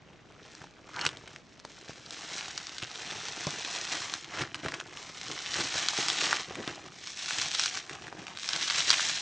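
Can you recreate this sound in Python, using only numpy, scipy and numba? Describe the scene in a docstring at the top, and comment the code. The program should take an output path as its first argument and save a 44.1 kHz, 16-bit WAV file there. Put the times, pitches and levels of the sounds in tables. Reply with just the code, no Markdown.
"""Foam-bead compound kneaded and torn

Hands squeeze a sticky foam-bead compound and tear it apart over a table, heard close up in a small quiet room.
Glue threads snap in showers of tiny damped rings, air pockets pop lower down and the kneaded mass rustles dully.
Single snaps and quick crunches add a ring and a gritty crack, hollows resonate as they are pressed shut,
and now and then a lump bumps the table with a low swing and a scuff. Close echoes and a steady low rush surround it."""
import sys
import numpy as np
from scipy import signal
from scipy.fft import rfft, irfft
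from scipy.io import wavfile
from numba import njit

SR = 44100
rng = np.random.default_rng(int(sys.argv[2]) if len(sys.argv) > 2 else 0)


def dump(signal):
    """Clip the signal to [-1, 1] and save it as 16-bit WAV at the path in sys.argv[1]."""
    limited = np.clip(np.atleast_2d(signal).T, -1, 1)
    pcm = np.round(limited * 32767).astype(np.int16)
    wavfile.write(sys.argv[1], SR, pcm)


N = 406161  # length in samples


def amp(db):
    """Decibels to gain."""
    return 10 ** (np.asarray(db) / 20)


def rms(x):
    """Root mean square."""
    return np.sqrt(np.mean(x ** 2))


def fade(t, t60):
    """Exponential decay, 60 dB down after t60."""
    return np.exp(-np.log(1000) * t / t60)


def add(track, s, sound):
    """Mix a sound into the track at time s."""
    i = max(int(s * SR), 0)
    track[i:i + len(sound)] += sound[:max(N - i, 0)]


def band(x, lo_hz, hi_hz):
    """Gentle causal band-pass."""
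    return signal.sosfilt(signal.butter(2, [lo_hz, hi_hz], "band", fs=SR, output="sos"), x)


def colour(x, points, size=4096):
    """Causal minimum-phase filter through (Hz, dB) points, so that clicks keep their sharp fronts."""
    hz, db = np.transpose(points)
    bins_hz = np.arange(size // 2 + 1) * SR / size
    gain = amp(np.interp(np.log(bins_hz + 1), np.log(hz), db))
    # folding the cepstrum forward in time gives the minimum phase
    cepstrum = irfft(np.log(gain))[:size // 2]
    cepstrum[1:] *= 2
    impulse = irfft(np.exp(rfft(cepstrum, size)))
    return signal.fftconvolve(x, impulse)[:len(x)]


def compound(threads_db, pockets_db, mass_db):
    """Threads, lone bead ticks, air pockets and the shifting mass, all surging together."""
    surge_db = avalanches() + lurches()
    bright = amp(-0.65) * threads(threads_db, surge_db) + amp(-5.5) * beads(threads_db, surge_db)
    dull = pockets(pockets_db, surge_db) + amp(4.0) * mass(mass_db, surge_db)
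    return bright + dull


# Tone of the snapping threads and beads: pitch_hz [Hz], gain_db [dB]
THREAD_COLOUR = [(300, -31.5), (1000, -9.5), (1800, -1), (2900, 0), (4000, 3), (4700, -0.5), (5700, 3),
                 (7000, -2), (8200, -9), (9500, -21.5)]


def threads(level_db, surge_db):
    """Glue threads between the beads part in a dense bright crackle of nearly even grains."""
    return shower(level_db, THREAD_COLOUR, rate=2000, growth=0.45, lo_hz=1450, hi_hz=9860,
                  cycles=5.7, spread_db=0.5, ceiling=3.5, surge_db=0.63 * surge_db)


def beads(level_db, surge_db):
    """Lone ticks of beads: sparse, drier than the threads and very uneven in strength."""
    return shower(level_db, THREAD_COLOUR, rate=110, growth=0.41, lo_hz=2030, hi_hz=8950,
                  cycles=2.9, spread_db=4.0, ceiling=3.2, surge_db=0.68 * surge_db)


# Tone of the bursting air pockets: pitch_hz [Hz], gain_db [dB]
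POCKET_COLOUR = [(250, -20.5), (540, -8), (740, 1), (920, -3), (1120, -0.5), (1400, 0.5), (1790, -1.5),
                 (2200, -2.5), (3400, -2), (5000, -39)]


def pockets(level_db, surge_db):
    """Air pockets burst with lower pops that ring for more cycles."""
    return shower(level_db, POCKET_COLOUR, rate=800, growth=.7, lo_hz=555, hi_hz=3120,
                  cycles=8.8, spread_db=2.0, ceiling=3.5, surge_db=0.68 * surge_db)


# Tone of the kneaded mass: pitch_hz [Hz], gain_db [dB]
MASS_COLOUR = [(40, -20), (90, -5.5), (135, -0.5), (185, -0.5), (240, -6.5), (310, 3.5), (400, 1.5),
               (500, -0.5), (700, -2), (1500, -15.5)]


def mass(level_db, surge_db):
    """The whole mass shifts with a dull low rustle."""
    return shower(level_db, MASS_COLOUR, rate=320, growth=.3, lo_hz=71.5, hi_hz=674,
                  cycles=5.3, spread_db=2.5, ceiling=2.7, surge_db=0.92 * surge_db)


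def shower(curve, points, rate, growth, lo_hz, hi_hz, cycles, spread_db, ceiling, surge_db,
           idle=.08, count=90000):
    """Random grains, about rate a second at the curve's mean dB; harder work frees more and larger ones."""
    when, keep, pitch, strength, sign = rng.random((count, 5)).T
    start = (when * N).astype(int)
    db = curve[start]
    most = count * SR / N  # densest possible shower, grains per s
    density = np.minimum(rate * (idle + amp(growth * (db - np.mean(curve)))), most)
    hz = lo_hz + (hi_hz - lo_hz) * pitch
    t60 = cycles / hz
    # most grains are faint and a few stand out, up to the strength of the glue
    excess_db = spread_db * np.minimum(-np.log(1 - strength), ceiling)
    size = amp(db + excess_db + surge_db[start]) * np.sign(sign - .5) / np.sqrt(density * t60)
    pole = fade(1 / SR, t60) * np.exp(2j * np.pi * hz / SR)
    length = (t60 * SR).astype(int)
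    on = keep < density / most
    out = colour(ring(start[on], pole[on], size[on], length[on]), points)
    # settle the overall level on the curve
    return out / rms(out / amp(curve))


@njit
def ring(start, pole, size, length):
    """Sum of short damped oscillations, one for each grain."""
    out = np.zeros(N)
    for k in range(len(start)):
        z = size[k] + 0j
        for i in range(start[k], min(start[k] + length[k], N)):
            out[i] += z.imag
            z *= pole[k]
    return out


def avalanches(rate=110, t60=0.02, spread_db=3.0, ceiling=0.76, size=2000):
    """Brief surges in dB: one thread that parts overloads its neighbours, and the run dies out in some ms."""
    chance, strength = rng.random((2, N))
    kick = amp(spread_db * np.minimum(-np.log(1 - strength), ceiling))
    triggers = (chance < rate / SR) * kick
    surge = np.convolve(triggers, fade(np.arange(size) / SR, t60))[:N]
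    return 20 * np.log10(1 + surge)


def lurches(rate=14, spread_db=2.9):
    """Slower unevenness, in dB: the compound sticks and gives several times a second."""
    knots = rng.standard_normal(300)
    return spread_db * np.interp(np.arange(N) / SR * rate, np.arange(len(knots)), knots)


# Pulls that stretch and tear the compound: start_s [s], hardest_s [s], let_go_s [s],
# threads_db [dB], pockets_db [dB]
PULLS = [(.45, .53, 0.63, -53, -55), (1.13, 1.16, 1.62, -59, -66), (1.68, 1.9, 2.1, -52.5, -58.5),
         (2.13, 2.36, 2.8, -42, -47.5), (2.82, 3.23, 3.5, -42.5, -47.5), (3.4, 3.8, 4.163, -37.5, -43),
         (4.96, 5.0, 5.1, -44.5, -50.5), (5.15, 5.4, 5.42, -43, -49), (5.42, 5.56, 5.7, -35, -42.5),
         (5.74, 6.06, 6.16, -30, -38), (6.19, 6.25, 6.37, -34.5, -40), (6.92, 6.99, 7.01, -50, -65.5),
         (7.02, 7.04, 7.15, -42, -54), (7.18, 7.3, 7.52, -33, -45), (7.545, 7.62, 7.68, -29.5, -44),
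         (7.7, 7.75, 7.776, -35.5, -41), (8.4, 8.48, 8.52, -39, -54), (8.53, 8.87, 9.16, -29.5, -43.5)]
# Squeezes that knead it: start_s [s], hardest_s [s], let_go_s [s], pockets_db [dB], mass_db [dB]
SQUEEZES = [(.3, .62, .66, -60, -59.5), (.9, 1.1, 1.38, -52, -53.5), (.97, 1.05, 1.08, -42, -52),
            (2.86, 3.3, 4, -50.5, -60), (3.46, 3.7, 3.6, -52.5, -52.5), (4.33, 4.41, 4.43, -36, -45.5),
            (4.55, 4.56, 4.64, -51.5, -56.5), (4.65, 4.66, 4.69, -45, -50), (4.73, 4.74, 4.81, -47, -51),
            (4.8, 5.05, 5.1, -50, -57), (5.28, 5.3, 5.36, -54.5, -54.5), (5.56, 5.59, 5.63, -42.5, -43),
            (6.28, 6.33, 6.39, -38, -51.5), (6.5, 6.6, 6.87, -44.5, -50), (7.89, 7.9, 8.09, -44.5, -51.5),
            (8.17, 8.19, 8.24, -45, -47), (8.268, 8.28, 8.36, -46, -59.5), (8.54, 8.55, 8.58, -38, -49),
            (8.88, 8.92, 8.95, -41, -55)]
# every gesture: quick grip, swell up to its hardest moment, easing, release
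PULL_SHAPE = dict(attack_db_per_s=290, swell_db=5.5, ease_db=4, release_db_per_s=149)
SQUEEZE_SHAPE = dict(attack_db_per_s=178.5, swell_db=6.5, ease_db=7, release_db_per_s=188)
RESTING_THREADS_DB, RESTING_POCKETS_DB, RESTING_MASS_DB = -70, -63.5, -65  # the compound creeps in the hands
SQUEEZE_THREADS_DB = -2.5  # threads torn by a squeeze, against its pockets
PULL_MASS_DB = -13  # mass dragged by a pull, against its pockets


def handwork():
    """Levels in dB: pulls tear threads and burst pockets, squeezes burst pockets and shift the mass."""
    pull_threads, pull_pockets = effort(PULLS, PULL_SHAPE)
    squeeze_pockets, squeeze_mass = effort(SQUEEZES, SQUEEZE_SHAPE)
    squeeze_threads = amp(SQUEEZE_THREADS_DB) ** 2 * squeeze_pockets
    pull_mass = amp(PULL_MASS_DB) ** 2 * pull_pockets
    thread_power = pull_threads + squeeze_threads + amp(RESTING_THREADS_DB) ** 2
    pocket_power = pull_pockets + squeeze_pockets + amp(RESTING_POCKETS_DB) ** 2
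    mass_power = pull_mass + squeeze_mass + amp(RESTING_MASS_DB) ** 2
    return 10 * np.log10([thread_power, pocket_power, mass_power])


def effort(rows, shape):
    """Summed power of a table of gestures, for each of its two level columns."""
    return sum(np.outer(amp(row[3:]) ** 2, gesture(*row[:3], **shape)) for row in rows)


def gesture(start, hardest, end, attack_db_per_s, swell_db, ease_db, release_db_per_s):
    """Power of one movement of the hands over time, 1 at its hardest."""
    t = np.arange(N) / SR
    held_db = np.interp(t, [start, hardest, end], [-swell_db, 0, -ease_db])
    edges_db = attack_db_per_s * np.maximum(start - t, 0) + release_db_per_s * np.maximum(t - end, 0)
    return amp(np.maximum(held_db - edges_db, -100)) ** 2


# Hollows, such as the space between cupped hands, as they are pressed shut: start_s [s], hardest_s [s], shut_s
# [s], # level_db [dB], pitch_hz [Hz], width_hz [Hz]
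HOLLOWS = [(0.941, 1.044, 1.045, -40, 1440, 485), (0.96, 1.008, 1.06, -42.5, 900, 260),
           (1.002, 1.015, 1.074, -39, 2840, 219), (6.572, 6.595, 6.61, -36, 362, 260)]
HOLLOW_SHAPE = dict(attack_db_per_s=1797, swell_db=4.5, ease_db=3, release_db_per_s=1000)


def hollow(rate=1100):
    """Breaking threads ring the air in a hollow, such as between cupped hands, which gives a throaty crunch or
    a round pop."""
    out = np.zeros(N)
    clicks = (rng.random(N) < rate / SR) * rng.uniform(-1.3, 1, N)
    for start, hardest, shut, db, hz, width in HOLLOWS:
        ringing = band(clicks, hz - width / 2, hz + width / 2)
        press = np.sqrt(gesture(start, hardest, shut, **HOLLOW_SHAPE))
        out += amp(db) * ringing / rms(ringing) * press
    return out


# Single snaps that stand out: start_s [s], level_db [dB, peak of the pop before crack and trim], pitch_hz [Hz]
SNAPS = [(.322, -41, 2300), (.515, -43, 4230), (0.551, -32, 5000), (0.6173, -33.5, 1580),
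         (.641, -34.5, 930), (.892, -35, 1080), (.963, -25.5, 4210), (0.9922, -19, 2200),
         (1.0126, -14.5, 4500), (1.0509, -15.5, 1460), (1.0525, -17, 5300), (1.0645, -6, 2850),
         (1.0745, -21, 4700), (1.09, -18, 3180), (1.171, -27, 3750), (1.3613, -26, 1980),
         (1.599, -32.5, 5700), (1.6496, -29, 1170), (1.651, -30, 4160), (1.893, -38, 1107),
         (2.062, -29, 4300), (2.1075, -21, 3600), (2.5774, -16, 4784), (2.6692, -21, 4970),
         (2.7827, -18.5, 4260), (2.957, -23.5, 3690), (3.1112, -19.5, 3454), (3.4688, -15.5, 5100),
         (4.1385, -12, 3970), (4.245, -26.5, 3320), (4.437, -24, 1550), (4.5447, -14.5, 2940),
         (4.6609, -19, 1480), (4.684, -20, 1930), (4.7207, -23, 1870), (4.7405, -20.5, 2456),
         (4.8009, -19, 3180), (4.811, -25, 1520), (4.9724, -25, 2943), (5.3773, -25.5, 2020),
         (5.5424, -15.5, 4830), (5.557, -21, 1719), (5.8858, -5.5, 4340), (5.934, -22, 1122),
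         (6.0842, -7.5, 4600), (6.1005, -8.5, 3670), (6.3185, -28, 5500), (6.3287, -6, 1450),
         (6.369, -17, 2100), (6.555, -21.5, 2370), (6.677, -18, 3570), (7.072, -20.5, 5380),
         (7.2597, -20, 5440), (7.3079, -17, 1490), (7.5494, -11, 3780), (7.5957, -7.5, 5510),
         (7.637, -14, 5560), (7.6513, -21, 4000), (7.6595, -9, 5180), (7.7728, -14.5, 5150),
         (7.8956, -24, 2165), (8.069, -28, 1910), (8.0812, -28.5, 1646), (8.126, -29.5, 1420),
         (8.268, -24, 2790), (8.281, -25, 2470), (8.373, -20.5, 3970), (8.387, -26, 2916),
         (8.432, -23, 3780), (8.444, -23.5, 2230), (8.4895, -10.5, 5160), (8.533, -11.5, 3950),
         (8.562, -11.5, 5060), (8.7, -9, 4460), (8.8048, -13, 3300), (8.895, -11, 4250),
         (8.9039, 3.5, 4500), (8.9125, -7, 3890), (8.9955, -15, 1500), (9.029, -24, 6920)]


def all_snaps(threads_db):
    """Single snaps, the runs inside crunches and the chance snaps of the crackle, all sounded alike."""
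    return snaps([*SNAPS, *crunch_snaps(), *lesser_snaps(threads_db)])


def snaps(rows, ring_t60=0.00095, cycles=6.1, second_s=0.000894, second_hz=5100, second_octaves=.4,
          second_db=-6, second_t60=0.0029, crack_t60=0.0078, crack_db=-13, crack_growth=0.86,
          body_hz=1580, body_db=-15, body_t60=0.0069, top_hz=7900, size=2000):
    """A strand or pocket rings, a thin neighbour follows, the lump is knocked; small snaps crack relatively more."""
    out, t = np.zeros(N), np.arange(size) / SR
    later = np.maximum(t - second_s, 0)
    neighbours_hz = second_hz * 2 ** (second_octaves * rng.uniform(-1.06, 1, len(rows)))
    noise = rng.standard_normal((len(rows), size))
    cracks = band(noise * np.abs(noise), lo_hz=1010, hi_hz=top_hz)  # spiky noise sounds gritty
    body = amp(body_db) * np.sin(2 * np.pi * body_hz * t) * fade(t, body_t60)
    for (s, db, hz), neighbour_hz, crack in zip(rows, neighbours_hz, cracks):
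        strand = np.sin(2 * np.pi * hz * t) * fade(t, ring_t60 + cycles / hz)
        neighbour = amp(second_db) * np.sin(2 * np.pi * neighbour_hz * later) * fade(later, second_t60)
        neighbour = neighbour * min(np.sqrt(hz / second_hz), 1)
        # a small source radiates little below its own pitch
        pop = band(strand + body + neighbour, lo_hz=min(0.48 * hz, 1100), hi_hz=top_hz)
        grit = amp(crack_db + crack_growth * db) * crack / rms(crack) * fade(t, crack_t60)
        add(out, s, amp(db) * pop / np.max(np.abs(pop)) + grit)
    return amp(-2.0) * signal.sosfilt(signal.butter(4, top_hz, fs=SR, output="sos"), out)


# Crunches, where a clump of beads gives way in a quick run of snaps: start_s [s],
# level_db [dB, strongest possible snap, as in SNAPS], pitch_hz [Hz, centre], length_s [s]
CRUNCHES = [(1.0135, -28, 3900, 0.0065), (1.062, -16.5, 3900, 0.0057), (1.275, -34.5, 2520, 0.0053),
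            (2.821, -19, 2830, 0.015), (4.413, -18, 2780, 0.0093), (4.548, -26.5, 2270, 0.0088),
            (4.642, -26.5, 2200, 0.0072), (4.683, -25, 1670, 0.0079), (4.739, -25, 2370, 0.008),
            (4.802, -31, 2200, 0.0024), (5.581, -21, 2020, 0.0082), (5.606, -16.5, 2980, .012),
            (6.208, -14, 3960, 0.0087), (6.25, -15.5, 3270, 0.019), (7.282, -21, 4000, .01),
            (7.415, -13, 3970, 0.0087), (8.622, -16, 4100, 0.0084), (8.673, -14, 3870, .012),
            (8.702, -16, 2940, 0.0078), (8.779, -13, 3380, 0.0073), (8.926, -8, 3450, .018)]


def crunch_snaps(spread_db=6, spread_octaves=0.92, count=5):
    """Snap rows within each crunch: unevenly spaced, each with its own strength and pitch."""
    rows = []
    for s, db, hz, length in CRUNCHES:
        when, weakness, pitch = rng.random((count, 3)).T
        times = s + length * (np.arange(count) + when) / count
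        pitches_hz = hz * 2 ** (spread_octaves * (2 * pitch - 1))
        rows += zip(times, db - spread_db * weakness, pitches_hz)
    return rows


def lesser_snaps(threads_db, above_db=6.5, spread_db=2.5, lo_hz=1600, hi_hz=6000, count=110):
    """Snap rows at chance moments, their levels set above that of the threads around them."""
    when, strength, pitch = rng.random((count, 3)).T
    db = threads_db[(when * N).astype(int)] + above_db + spread_db * (2 * strength - 1)
    return np.transpose([when * N / SR, db, lo_hz + (hi_hz - lo_hz) * pitch])


# Lumps and fingers bumping down: start_s [s], level_db [dB, of the swing before band-pass],
# pitch_hz [Hz], t60_s [s]
BUMPS = [(0.612, -38.5, 114.4, 0.031), (1.064, -31.5, 116.1, 0.032), (1.65, -32, 349, 0.014),
         (1.894, -31.5, 152.8, 0.019), (2.826, -35, 114, 0.079), (3.468, -24, 146, 0.06),
         (4.408, -34, 131, 0.13), (4.65, -28, 364, 0.03), (4.66, -24, 124, 0.021), (5.626, -39, 169, 0.025),
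         (5.754, -30.5, 122, 0.027), (5.987, -28, 368, 0.035), (6.508, -27.5, 445, 0.025),
         (6.6762, -28, 298, 0.018), (8.1255, -29, 420.6, 0.019)]


def bumps(scuff_db=-3, size=9000):
    """A soft lump meets the table: one damped low swing and a dull scuff of beads."""
    out, t = np.zeros(N), np.arange(size) / SR
    for (s, db, hz, t60), noise in zip(BUMPS, rng.standard_normal((len(BUMPS), size))):
        swing = np.sin(2 * np.pi * hz * t)
        scuff = band(noise, lo_hz=113, hi_hz=707)
        sound = (swing + amp(scuff_db) * scuff / rms(scuff)) * fade(t, t60)
        add(out, s, amp(db) * sound)
    return band(out, lo_hz=83, hi_hz=3000)


# Early echoes from the table and nearby things: delay_s [s, before sway], gain [linear]
ECHOES = [(.0011, 0.14), (.0068, 0.06), (0.013, 0.087)]


def room(x, t60=0.064, wet_db=-11, width=0.35, sway=0.16, size=12000, count=50):
    """Close echoes and a short diffuse tail; the hands keep moving, so the reflections keep changing."""
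    out, t = np.zeros((2, N)), np.arange(size) / SR
    hop = N // count
    for centre in range(0, N + hop, hop):
        i = np.arange(max(centre - hop, 0), min(centre + hop, N))
        # the tail builds up over some ms, then dies away
        mid, side = rng.standard_normal((2, size)) * fade(t, t60) * (1 - fade(t, 0.0058))
        response = amp(wet_db) * (mid + width * np.array([side, -side])) / np.sqrt(np.sum(mid ** 2))
        response[:, 0] += 1  # direct sound
        for delay, gain in ECHOES:
            response[:, int(delay * SR * (1 + sway * rng.uniform(-1, 1)))] += gain
        piece = x[i] * (1 - np.abs(i - centre) / hop)  # overlapping pieces crossfade
        for channel, path in zip(out, response):
            add(channel, i[0] / SR, signal.fftconvolve(piece, path))
    return out


# Tone of the still room: pitch_hz [Hz], gain_db [dB]
AIR_COLOUR = [(20, -17), (50, 1), (130, 3.5), (280, 2), (600, -5), (1500, -10), (4000, -15), (7000, -24),
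              (9500, -55.5)]


def air(level_db=-60, width=0.5):
    """Steady low rush of the room: shared noise, plus a weaker part of opposite sign on the two sides."""
    mid, side = (colour(noise, AIR_COLOUR) for noise in rng.standard_normal((2, N)))
    return amp(level_db) * (mid + width * np.array([side, -side])) / rms(mid)


def scene():
    """The compound in the middle, with the room around it."""
    threads_db, pockets_db, mass_db = handwork()
    crackle = compound(threads_db, pockets_db, mass_db) + hollow()
    handling = crackle + all_snaps(threads_db) + bumps()
    return room(handling) + air()


def record(dry, top_hz=9400):
    """The recorder rounds loud peaks softly and cuts the top steeply."""
    rounded = .7 * np.tanh(dry / .7)
    return signal.sosfilt(signal.ellip(10, .2, 75, top_hz, fs=SR, output="sos"), rounded)


dry = scene()
out = record(dry)
dump(out)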